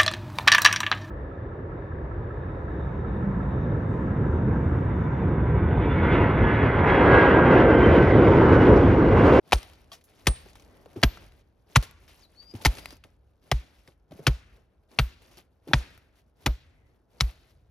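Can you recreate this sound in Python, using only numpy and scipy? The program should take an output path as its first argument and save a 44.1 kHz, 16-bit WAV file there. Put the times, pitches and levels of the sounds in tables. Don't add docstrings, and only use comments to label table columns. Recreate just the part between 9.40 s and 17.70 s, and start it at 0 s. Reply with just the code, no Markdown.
import sys
import numpy as np
from scipy import signal
from scipy.fft import rfft, irfft, next_fast_len
from scipy.io import wavfile
from scipy.ndimage import uniform_filter1d

SR = 44100
rng = np.random.default_rng(int(sys.argv[2]) if len(sys.argv) > 2 else 0)


def boost(x):
    u = np.asarray(x, float) / 20
    return 10 ** u


def output_pcm(signal):
    pcm = np.clip(np.atleast_2d(signal).T, -1, 1) * 32767
    wavfile.write(sys.argv[1], SR, np.round(pcm).astype(np.int16))


N = 366030
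FAR_FROM_S = 3.6

# start_s, grit_brightness_db, dull_rattle_db, settling_stones_db, trees_reply_db
BLOWS = [(.130, -1, -18, -47, -45), (0.872, 1, -14, -58.5, -44), (1.634, -7, -21, -60.5, -44),
         (2.362, -2, -22.5, -66, -46), (3.257, 1.5, -18, -52, -43), (4.116, -1.5, -18.5, -56, -48),
         (4.868, -1.5, -12, -68, -45.5), (5.588, -7, -23.5, -63, -46), (6.335, -12, -21, -48, -42),
         (7.063, 0.5, -10, -71.5, -49.5), (7.808, 0.5, -29, -52, -50.5)]
# deepest_trough_s, slow_wave_db, quick_wave_lead_ms, quick_wave_db
THUDS = [(0.1593, -15.5, 14.5, -34), (0.901, -14.5, 11.6, -27.5), (1.6649, -13, 17.4, -18),
         (2.389, -15, 10.4, -11.5), (3.288, -13, 18.5, -22), (4.1463, -20.5, 12.8, -21),
         (4.899, -19, 11, -15), (5.619, -20, 12.7, -18), (6.3653, -20.5, 12.9, -17),
         (7.0931, -20, 13.3, -23), (7.8381, -19.5, 13, -23.5)]
# frequency_hz, density_db (per Hz)
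DULL = [(53, -32.5), (90, -2.5), (319, -3), (568, -5.5), (768, -10), (1160, -17), (1530, -18), (1800, -24),
        (2340, -49.5), (3960, -120)]


def at_hz(points, hz):
    points = np.array(points, float)
    return np.interp(np.log(hz + 1), np.log(points[:, 0] + 1), points[:, 1])


def coloured(x, spectrum):
    size = next_fast_len(x.shape[-1] + 4096)
    gain = boost(at_hz(spectrum, np.fft.rfftfreq(size, 1 / SR)))
    gain = gain / np.sqrt(np.mean(gain ** 2))
    return irfft(rfft(x, size) * gain, size)[..., :x.shape[-1]]


def add(track, s, piece):
    k = max(round(s * SR), 0)
    track[k:k + len(piece)] += piece[:N - k]


def drift(rate):
    slow = uniform_filter1d(rng.standard_normal(N // 64 + 2), max(int(SR / 128 / rate), 1))
    return np.interp(np.arange(N) / 64, np.arange(len(slow)), slow / slow.std())


def grains(per_s, spread_db, alike):
    hits = rng.random(N) < per_s / SR
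    sizes = boost(spread_db * np.minimum(rng.exponential(1, N), 4)) * hits
    mid, side = rng.standard_normal((2, N)) * (1 + sizes)
    side = signal.lfilter(*signal.butter(2, 5000, fs=SR), side)
    alike = np.clip(alike, 0, 1)
    out = np.sqrt(1 + alike) * mid + np.sqrt(1 - alike) * side * [[1], [-1]]
    return out / out.std()


def stones(per_s, spread_db, cycles, hiss, alike):
    hits = rng.random(N) < per_s / SR
    sizes = boost(spread_db * np.minimum(rng.exponential(1, N), 3))
    clicks = sizes * hits * rng.choice([-1, 1], N)
    pitches, dealt = np.geomspace(500, 15000, 18), rng.integers(0, 18, N)
    out = 0
    for k, hz in enumerate(pitches):
        r, w = boost(-60 * hz / (cycles * SR)), 2 * np.pi * hz / SR
        rung = signal.lfilter([1, 0, -1], [1, -2 * r * np.cos(w), r * r], clicks * (dealt == k) + 1e-18)
        out = out + rung / rung.std() * np.sqrt(hz)
    out = out / out.std() + hiss * grains(0, 0, alike)
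    return out / out.std()


def rumble():
    # frequency_hz, density_db (per Hz)
    lows = [(12, -49), (20, -24.5), (46, 6), (70, 3.5), (107, -2), (264, -25.5), (289, -33.5), (400, -23),
            (520, -49), (880, -120)]
    tremble_db, tremble_t60_s = -38, 1.9
    level, t = boost(-70 + 3 * drift(2.8)), np.arange(SR) / SR
    for s, slow_db, *_ in THUDS:
        tremble = boost(slow_db + tremble_db - 60 * t / tremble_t60_s)
        add(level, s, tremble * np.minimum(t / .03, 1))
    return level * coloured(grains(0, 0, 0.97), lows)


def shifting():
    # dull_db, gritty_db
    rest = [
        (-70, -84),
        (-71.5, -86),
    ]
    # start_s, length_s, dull_db, gritty_db
    shifts = [(.0, 0.59, -72, -76.5), (0.619, 0.18, -71, -69), (0.91, 0.34, -66.5, -66),
              (1.203, 0.64, -62, -70.5), (1.699, 0.3, -73, -74.5), (2.552, .3, -73.5, -68),
              (2.838, 0.281, -74, -73), (3.088, 0.35, -62.5, -64), (3.22, 0.336, -66, -59.5),
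              (4.205, 0.32, -83.5, -75.5), (4.67, 0.22, -61.5, -67), (5.05, 0.16, -72.5, -79.5),
              (5.756, 0.24, -69.5, -67.5), (6.7, 0.094, -92, -71), (7.249, 0.34, -83, -93),
              (7.948, 0.22, -84, -77.5)]
    rise_s, fall_s = .07, .04
    lean_s, lean_dull_db, lean_grit_db = .12, -66, -67.5
    settle_t60_s, settle_dull_db = 0.53, -4
    t = np.arange(SR) / SR
    spot = (np.arange(N) > FAR_FROM_S * SR).astype(int)
    dull, grit = boost(np.transpose(rest))[:, spot]
    leans = [(s - lean_s, lean_s, lean_dull_db, lean_grit_db) for s, *_ in BLOWS]
    for s, length, dull_db, grit_db in [*shifts, *leans]:
        shape = np.clip(np.minimum(t / rise_s, (length - t) / fall_s + 1), 0, 1) ** 2
        add(dull, s, boost(dull_db) * shape)
        add(grit, s, boost(grit_db) * shape)
    for s, _, _, settle_db, _ in BLOWS:
        settle = boost(settle_db - 60 * t / settle_t60_s)
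        add(dull, s, boost(settle_dull_db) * settle)
        add(grit, s, settle)
    return dull, grit


def gravel():
    # frequency_hz, density_db (per Hz)
    grit_colour = [(350, -41.5), (600, 0), (1580, -5.5), (2100, -2), (5300, -6.5), (7000, -10.5),
                   (8200, -7.5), (11200, -11), (14500, -11.5), (16300, -18.5), (17000, -33)]
    # start_s, dull_db, gritty_db, length_s, knock_pitch_hz
    boots = [(1.058, -42.5, -57, 0.0095, 338), (1.458, -40, -58, 0.0067, 389), (1.561, -42, -56, .05, 272),
             (2.425, -45, -35, 0.03, 400), (3.138, -44, -49, 0.0076, 252), (3.15, -47, -48.5, 0.03, 246),
             (3.212, -59, -49, 0.18, 743), (3.37, -48, -43, 0.013, 250), (3.383, -45, -38.5, 0.012, 252),
             (3.506, -57, -37, 0.0035, 400), (3.525, -40.5, -68, 0.0067, 222),
             (3.646, -49.5, -61, 0.028, 301), (4.481, -45.5, -71, .014, 330), (4.709, -54, -58, .014, 503),
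             (4.718, -50, -58.5, 0.023, 477), (4.791, -47, -63, 0.019, 376),
             (5.513, -57.5, -64.5, 0.049, 348), (5.971, -54, -51.5, 0.045, 283),
             (6.275, -45, -54.5, 0.15, 400)]
    # start_s, grit_db, pitch_hz, length_s, stone_over_grit_db
    pebbles = [(0.517, -47.5, 4040, 0.04, -3), (0.53, -49, 5200, 0.03, 3), (0.61, -60.5, 2220, 0.013, -1),
               (0.639, -73, 10000, 0.032, 17), (1.131, -63, 5780, .008, 9), (1.154, -49, 1210, 0.011, -2.5),
               (1.197, -54, 5600, 0.0092, -3), (1.222, -56, 6000, 0.0068, -3),
               (1.772, -60, 1480, 0.0067, 18), (2.351, -50, 2790, .03, 9.5), (2.45, -53.5, 5240, .012, 2),
               (2.678, -57, 3000, 0.17, -6), (3.457, -29, 2290, 0.0027, 7.5),
               (3.638, -54.5, 2480, 0.0081, 11.5), (4.475, -52.5, 2200, 0.0083, 4),
               (5.912, -63.5, 5320, 0.064, -0.5), (6.576, -51.5, 11000, 0.0087, -6.5)]
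    # start_s, level_db
    ticks = [(0.183, -41), (.230, -43), (0.299, -55), (0.334, -50.5), (0.443, -64), (1.262, -69.5),
             (1.503, -73), (1.531, -56), (1.617, -44), (1.865, -59.5), (1.921, -56), (1.938, -65),
             (2.414, -41.5), (2.511, -47.5), (3.026, -54), (3.082, -65), (3.112, -60), (3.352, -46),
             (3.487, -50), (3.568, -54.5), (5.164, -69), (5.82, -56), (6.547, -62), (8.108, -63)]
    # start_s, level_db, pitch_hz, t60_s
    clinks = [(.517, -42.5, 1140, 0.066), (.519, -44, 673, 0.056), (.517, -44, 3250, .07),
              (.517, -44, 4700, .04), (.518, -47, 5720, .03), (7.8082, -8.5, 2210, 0.0092),
              (7.8080, -7, 5150, .004), (7.8075, -20.5, 680, .012), (3.203, -43, 870, 0.043),
              (4.476, -57.5, 3800, 0.033), (4.476, -57.5, 2900, .03), (4.8695, -15.5, 549, .015),
              (7.0705, -20, 1300, .015), (7.076, -26, 2200, .012), (6.3350, -9, 3300, .012),
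              (6.337, -10, 1870, .012), (6.341, -14, 1000, .01), (4.1155, -17, 4020, .014),
              (4.1150, -15, 3000, .007), (4.1185, -14, 1150, .012), (4.123, -20, 2000, .012),
              (4.868, -13, 4090, .008), (5.589, -11, 4500, .006), (0.124, -15, 560, .014)]
    # start_s, level_db, pitch_hz, t60_s
    thumps = [(1.5605, -24, 360, .035), (1.568, -25, 290, .05), (1.570, -27, 110, .09),
              (1.585, -32, 420, .03), (3.1375, -33, 330, .04), (3.142, -29, 250, .07),
              (3.146, -25, 105, .09), (3.224, -40, 420, .03), (3.200, -38, 90, .09), (4.708, -37, 170, .06),
              (4.7185, -36, 620, .03), (4.7235, -33, 300, .035), (4.731, -38, 90, .1),
              (4.753, -41, 200, .07), (4.7905, -31, 410, .03), (4.794, -35, 150, .1),
              (4.801, -39, 520, .03), (6.2725, -30, 380, .03), (6.287, -27, 300, .045),
              (6.296, -28, 150, .07), (6.310, -27, 330, .04), (6.313, -33, 800, .03)]
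    pebble_dull_db = -17
    sole_db, sole_rise_s, sole_t60_s = 3, .004, .045
    sole_start, sole_sink_s = 1.1, .005

    dull, grit = shifting()
    grit = grit * boost(2.4 * drift(13))
    tone, t = np.zeros(N), np.arange(SR // 3) / SR
    scuffs = [(s, db + pebble_dull_db, db, hz, db + stone_db, length) for s, db, hz, length, stone_db in pebbles]
    scuffs += [(s, low_db, high_db, hz, low_db - 4.5, length) for s, low_db, high_db, length, hz in boots]
    for s, low_db, high_db, hz, tone_db, length in scuffs:
        fade = np.exp(-t / np.clip(length, .002, .1) * 2) * np.minimum(t / 0.0012, 1)
        add(dull, s, boost(low_db - 4) * fade * np.minimum(t / 0.0034, 1))
        add(grit, s, boost(high_db - 2.0) * fade)
        band = signal.butter(1, [hz / 1.3, hz * 1.3], "band", fs=SR)
        stone = signal.lfilter(*band, rng.standard_normal(len(t)))
        add(tone, s, boost(tone_db) * fade * stone / stone.std())

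    sinking = t + sole_start * sole_sink_s * (1 - np.exp(-t / sole_sink_s))
    for s, low_db, *_, hz in boots:
        fade = boost(low_db + sole_db - 60 * t / sole_t60_s) * np.minimum(t / sole_rise_s, 1)
        add(tone, s, fade * np.sin(2 * np.pi * hz * sinking))
    for s, db, hz, t60 in [*clinks, *thumps]:
        fade = boost(db - 60 * t / t60) * np.minimum(t * hz, 1)
        add(tone, s, fade * np.sin(2 * np.pi * hz * t))
    for s, db in ticks:
        add(grit, s, boost(db - 60 * t / 0.012))
    dull_bed = dull * coloured(grains(130, 3, 0.61), DULL)
    return dull_bed + grit * coloured(stones(2500, 5, 13, 1.0, 0.2), grit_colour) + tone


def cracks():
    # start_s, peak_db, pitch_hz, crushed_grit_against_peak_db
    breaks = [(0.1116, -40, 2094, -7), (0.1221, -12, 2300, -11), (0.1223, -9, 950, -16),
              (0.1299, -5, 2598, -11.5), (0.1303, -4, 759, -20), (0.1333, -15, 2997, -10),
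              (.1475, -26, 950, -14), (.158, -26.5, 5010, -24.5), (0.859, -41, 2003, -9.5),
              (0.8696, -5, 2250, -14), (0.8713, -8.5, 2753, -14.5), (0.8722, -10, 3950, -12.5),
              (0.8708, -12, 5100, -14), (.8835, -22, 3906, -12), (1.63, -8.5, 1850, -11),
              (1.6311, -12, 683, -16), (1.6342, -10.5, 1750, -12.5), (1.6352, -1.5, 4500, -13),
              (1.6362, -9, 2700, -14), (1.634, -9.5, 5680, -14.5), (2.3571, -13, 2900, -10.5),
              (2.3595, -6.5, 2110, -14), (2.3600, -4.5, 963, -18), (2.3606, -3.5, 1395, -16.5),
              (2.3640, -9, 1300, -16), (2.3660, -8.5, 1945, -13), (3.2505, -7.5, 4800, -10),
              (3.2523, -14, 1180, -12), (3.2578, -2, 2000, -20.5), (3.2576, -10, 880, -18),
              (3.2607, -9.5, 2607, -16), (3.2660, -16.5, 1894, -11.5), (4.1156, -11, 1950, -10),
              (4.1172, -12, 740, -14), (4.8676, -4.5, 2600, -15), (4.8685, -8.5, 1440, -17),
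              (4.8700, -7, 3080, -14), (4.8765, -20, 1326, -14.5), (4.8775, -19, 2294, -12.5),
              (5.5886, -0.5, 2630, -11.5), (5.5940, -12, 1322, -20.5), (5.5958, -14, 2310, -14),
              (6.3347, -4, 2190, -9), (6.3344, -4, 1570, -14), (7.0611, -16, 6600, -6.5),
              (7.0618, -16.5, 3960, -9.5), (7.0640, -17, 2420, -11.5), (7.0650, -15, 880, -12.5),
              (7.8039, -19.5, 5310, -7), (7.8082, -4, 3940, -14)]
    # frequency_hz, density_db (per Hz)
    crush = [(120, -22.5), (200, -7), (630, -5.5), (1200, -6), (3400, -6), (6200, -10.5), (8000, -12),
             (11600, -19), (14500, -22), (16300, -29.5), (17000, -54)]
    bite_s = .002
    snaps, spray, dust, rattle = np.zeros((4, N))
    t = np.arange(SR // 5) / SR
    bite = np.minimum(t / bite_s, 1)
    for s, db, hz, crush_db in breaks:
        _, bright_db, rattle_db, *_ = min(BLOWS, key=lambda blow: abs(blow[0] - s))
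        fade = np.minimum(t * hz, 1) * boost(1.5 - 60 * t * hz / 10)
        add(snaps, s, boost(db + 4.0) * np.sin(2 * np.pi * hz * t) * fade)
        grit_db = db + crush_db
        add(spray, s - bite_s, boost(grit_db + 2.5 - 60 * t / 0.035) * bite ** 2.7)
        add(dust, s - bite_s, boost(grit_db + bright_db + 2.0 - 60 * t / 0.033) * bite ** 2.5)
        add(rattle, s, boost(grit_db + rattle_db - 60 * t / .1))
    grit = stones(5000, 4, 9.9, 0.53, 0.99)
    body = signal.sosfilt(signal.butter(2, 4500, fs=SR, output="sos"), grit)
    crushed = coloured(spray * body + dust * (grit - body), crush)
    return snaps + crushed + coloured(rattle * grains(500, 3.5, 0.97), DULL)


def steel():
    # pitch_hz, t60_s
    modes = [(7741, .07), (8522, .25), (9232, .08), (12370, .25), (15330, .12)]
    # start_s, then level_db of the four lower modes
    rings = [(0.131, -66, -35.5, -35.5, -61), (.871, -47.5, -24, -40, -64),
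             (1.634, -60.5, -63.5, -49, -39.5), (2.362, -46, -45.5, -48.5, -67.5),
             (3.256, -75.5, -64.5, -51.5, -69.5), (4.115, -68.5, -63, -71, -61),
             (4.869, -76.5, -51, -66, -53), (5.589, -39.5, -43, -49, -43.5),
             (6.334, -36.5, -41.5, -73, -61), (7.063, -58.5, -68, -60.5, -51), (7.808, -52, -58, -64, -50)]
    out, t = np.zeros(N), np.arange(SR // 2) / SR
    for s, *levels_db in rings:
        levels_db = [*levels_db, levels_db[2] - 9.5]
        for db, (hz, t60) in zip(levels_db, modes):
            add(out, s, boost(db - 60 * t / t60) * np.sin(2 * np.pi * hz * t))
    return out


def thuds():
    # slow_hz, glide_hz_per_s, crest_after_trough_s, spread_s, quick_hz, quick_spread_s
    ground = [
        (57.3, -300, -0.012, 0.027, 125, 0.0042),
        (57, 30.5, 0.0019, 0.039, 130.5, 0.0049),
    ]
    # start_s, level_db, pitch_hz
    knocks = [(0.134, -31, 263), (0.872, -16, 300), (1.6387, -14, 225), (2.368, -21.5, 190),
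              (3.259, -16.5, 270), (4.118, -21.5, 375), (4.872, -18.5, 260), (5.591, -22.5, 203),
              (6.335, -23.5, 226), (7.067, -25.5, 220), (7.813, -35.5, 190)]
    late_s, rise_s = 0.0052, .010
    knock_start, knock_sink_s = .4, 0.0033
    start, early = .03, 0.015
    out, t = np.zeros(N), np.arange(SR // 4) / SR
    after = t - start
    for s, slow_db, lead_ms, quick_db in THUDS:
        hz, glide, crest, spread, quick_hz, quick_spread = ground[int(s > FAR_FROM_S)]
        u = np.minimum(after, .06)
        turns = hz * after + glide * (u * after - u ** 2 / 2)
        hump = np.exp(-((after - crest) / spread) ** 2) + 0.37 * np.exp(-t / (0.69 * spread))
        swell = np.clip((t - late_s) / rise_s, 0, 1) ** 2 * hump
        add(out, s - start, -boost(slow_db) * swell * np.cos(2 * np.pi * turns))
        add(out, s - start, boost(slow_db - 9.5) * swell * np.sin(2 * np.pi * 36 * after))
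        quick = (t / early) ** 2 * np.exp(-(t - early) / quick_spread)
        quick = quick * np.cos(2 * np.pi * quick_hz * (t - early))
        add(out, s - lead_ms / 1000 - early, boost(quick_db) * quick)
    sinking = t + knock_start * knock_sink_s * (1 - np.exp(-t / knock_sink_s))
    for s, db, hz in knocks:
        fade = np.minimum(t * hz, 1) * boost(-60 * t * hz / 7.0)
        add(out, s, boost(db + 9) * np.sin(2 * np.pi * hz * sinking) * fade)
    return out


def trees():
    # centre_hz, t60_s, level_db
    bands = [(200, 0.99, -16), (400, 0.56, -11), (800, 0.31, -2.5), (1760, .8, -6.5), (3260, 0.6, -4),
             (6000, 0.52, -8.5), (11000, 0.25, -13)]
    blows, out = np.zeros(N), 0
    for s, *_, reply_db in BLOWS:
        blows[round((s + .008) * SR)] = boost(reply_db)
    white = [grains(0, 0, 0.39), grains(0, 0, 0.34)]
    clumps = drift(45)
    rise = np.exp(-1 / (0.0035 * SR))
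    for k, (hz, t60, db) in enumerate(bands):
        sos = signal.butter(2, [hz / 1.45, hz * 1.45], "band", fs=SR, output="sos")
        band = signal.sosfilt(sos, white[k % 2])
        poles = np.convolve([1, -rise], [1, -boost(-60 / (t60 * SR))])
        fade = signal.lfilter([1 - rise], poles, blows + 1e-18)
        patchy_db = 1.4 * drift(30) + 1.5 * drift(6) + 0.8 * clumps
        out = out + band / band.std() * boost(db + patchy_db) * fade
    return out


def echo(blows):
    t = np.arange(SR * 3 // 4) / SR
    fade = boost(-65 - 60 * t / .7) * np.clip(t / .02 - .4, 0, 1)
    mid, side = rng.standard_normal((2, len(t))) * fade
    sos = signal.butter(1, (560, 6000), "band", fs=SR, output="sos")
    cloud = signal.sosfilt(sos, mid + .4 * side * [[1], [-1]])
    return signal.fftconvolve(blows.mean(axis=0, keepdims=True), cloud, axes=1)[:, :N]


def bird():
    # time_s, pitch_hz, level_db
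    near_notes = [
        [(2.803, 7400, -66), (2.815, 5300, -69), (2.832, 4530, -61), (2.852, 3980, -65), (2.868, 3820, -78)],
        [(2.95, 3940, -75), (2.962, 4360, -66), (3.005, 4594, -50), (3.045, 4700, -61), (3.115, 4910, -54),
         (3.138, 4750, -80)],
        [(3.40, 4730, -70), (3.42, 4750, -68), (3.47, 4780, -61), (3.51, 4760, -65), (3.53, 4950, -66),
         (3.56, 4850, -72)],
    ]
    # time_s, pitch_hz, level_db
    far_notes = [
        [(7.25, 2250, -82), (7.34, 2100, -76), (7.43, 1950, -76.5), (7.55, 1880, -80)],
        [(1.25, 1900, -74), (1.36, 1900, -68.5), (1.45, 1850, -79)],
    ]
    echo_db, echo_t60_s = -7.5, .25
    out = np.zeros((2, N))
    for k, note in enumerate([*near_notes, *far_notes]):
        s, hz, db = np.transpose(note)
        t = np.arange(s[0], s[-1], 1 / SR)
        far = int(k >= len(near_notes))
        waver = np.cumsum(rng.standard_normal(len(t))) * (.034 + .15 * far)
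        edges = np.clip(np.minimum(t - s[0], s[-1] - t) / 0.0053, 0, 1)
        level = np.sqrt(2) * boost(np.interp(t, s, db) + 2 * drift(40)[:len(t)])
        phase = 2 * np.pi * np.cumsum(np.interp(t, s, hz)) / SR + waver
        add(out[far], s[0], level * edges * np.sin(phase))
    t = np.arange(SR // 3) / SR
    wood = rng.standard_normal((2, len(t))) * boost(-60 * t / echo_t60_s) * np.minimum(t / .01, 1)
    wood = wood / np.sqrt(np.sum(wood ** 2, axis=1, keepdims=True))
    blur = signal.fftconvolve([boost(echo_db) * out[0] + out[1]], wood, axes=1)[:, :N]
    return out[0] * boost(np.array([[3], [-3]])) + blur


def scene():
    blows = cracks()
    tamper = blows + steel() + thuds()
    replies = boost(-1.5) * trees() + echo(blows)
    return rumble() + gravel() + tamper + replies + bird()


def low_pass(x):
    return signal.sosfilt(signal.butter(12, 16850, fs=SR, output="sos"), x)


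def record(dry):
    # frequency_hz, lead_radians
    port_phase = [(0, 0), (3000, .8), (5200, 1.1), (6400, -.8), (7400, -2.2), (8250, -3.14), (9100, -4.2),
                  (11800, -6.28), (13200, -7.9), (14900, -9.42), (16500, -11.2)]
    # frequency_hz, difference_db
    port_tilt = [(60, 0), (200, .3), (700, 1.2), (2400, 2.4), (5000, 3.6), (8200, 0), (15000, 0)]
    size = next_fast_len(N + 4096)
    hz = np.fft.rfftfreq(size, 1 / SR)
    half = boost(at_hz(port_tilt, hz) / 2) * np.exp(.5j * np.interp(hz, *np.transpose(port_phase)))
    ports = irfft(rfft(dry, size) * [half, 1 / half], size)[:, :N]
    rounded = 1.069 * np.tanh(ports / 1.156)
    mix = signal.sosfilt(signal.cheby2(10, 60, 17100, fs=SR, output="sos"), rounded)
    return low_pass(mix)


dry = scene()
out = record(dry)
output_pcm(out)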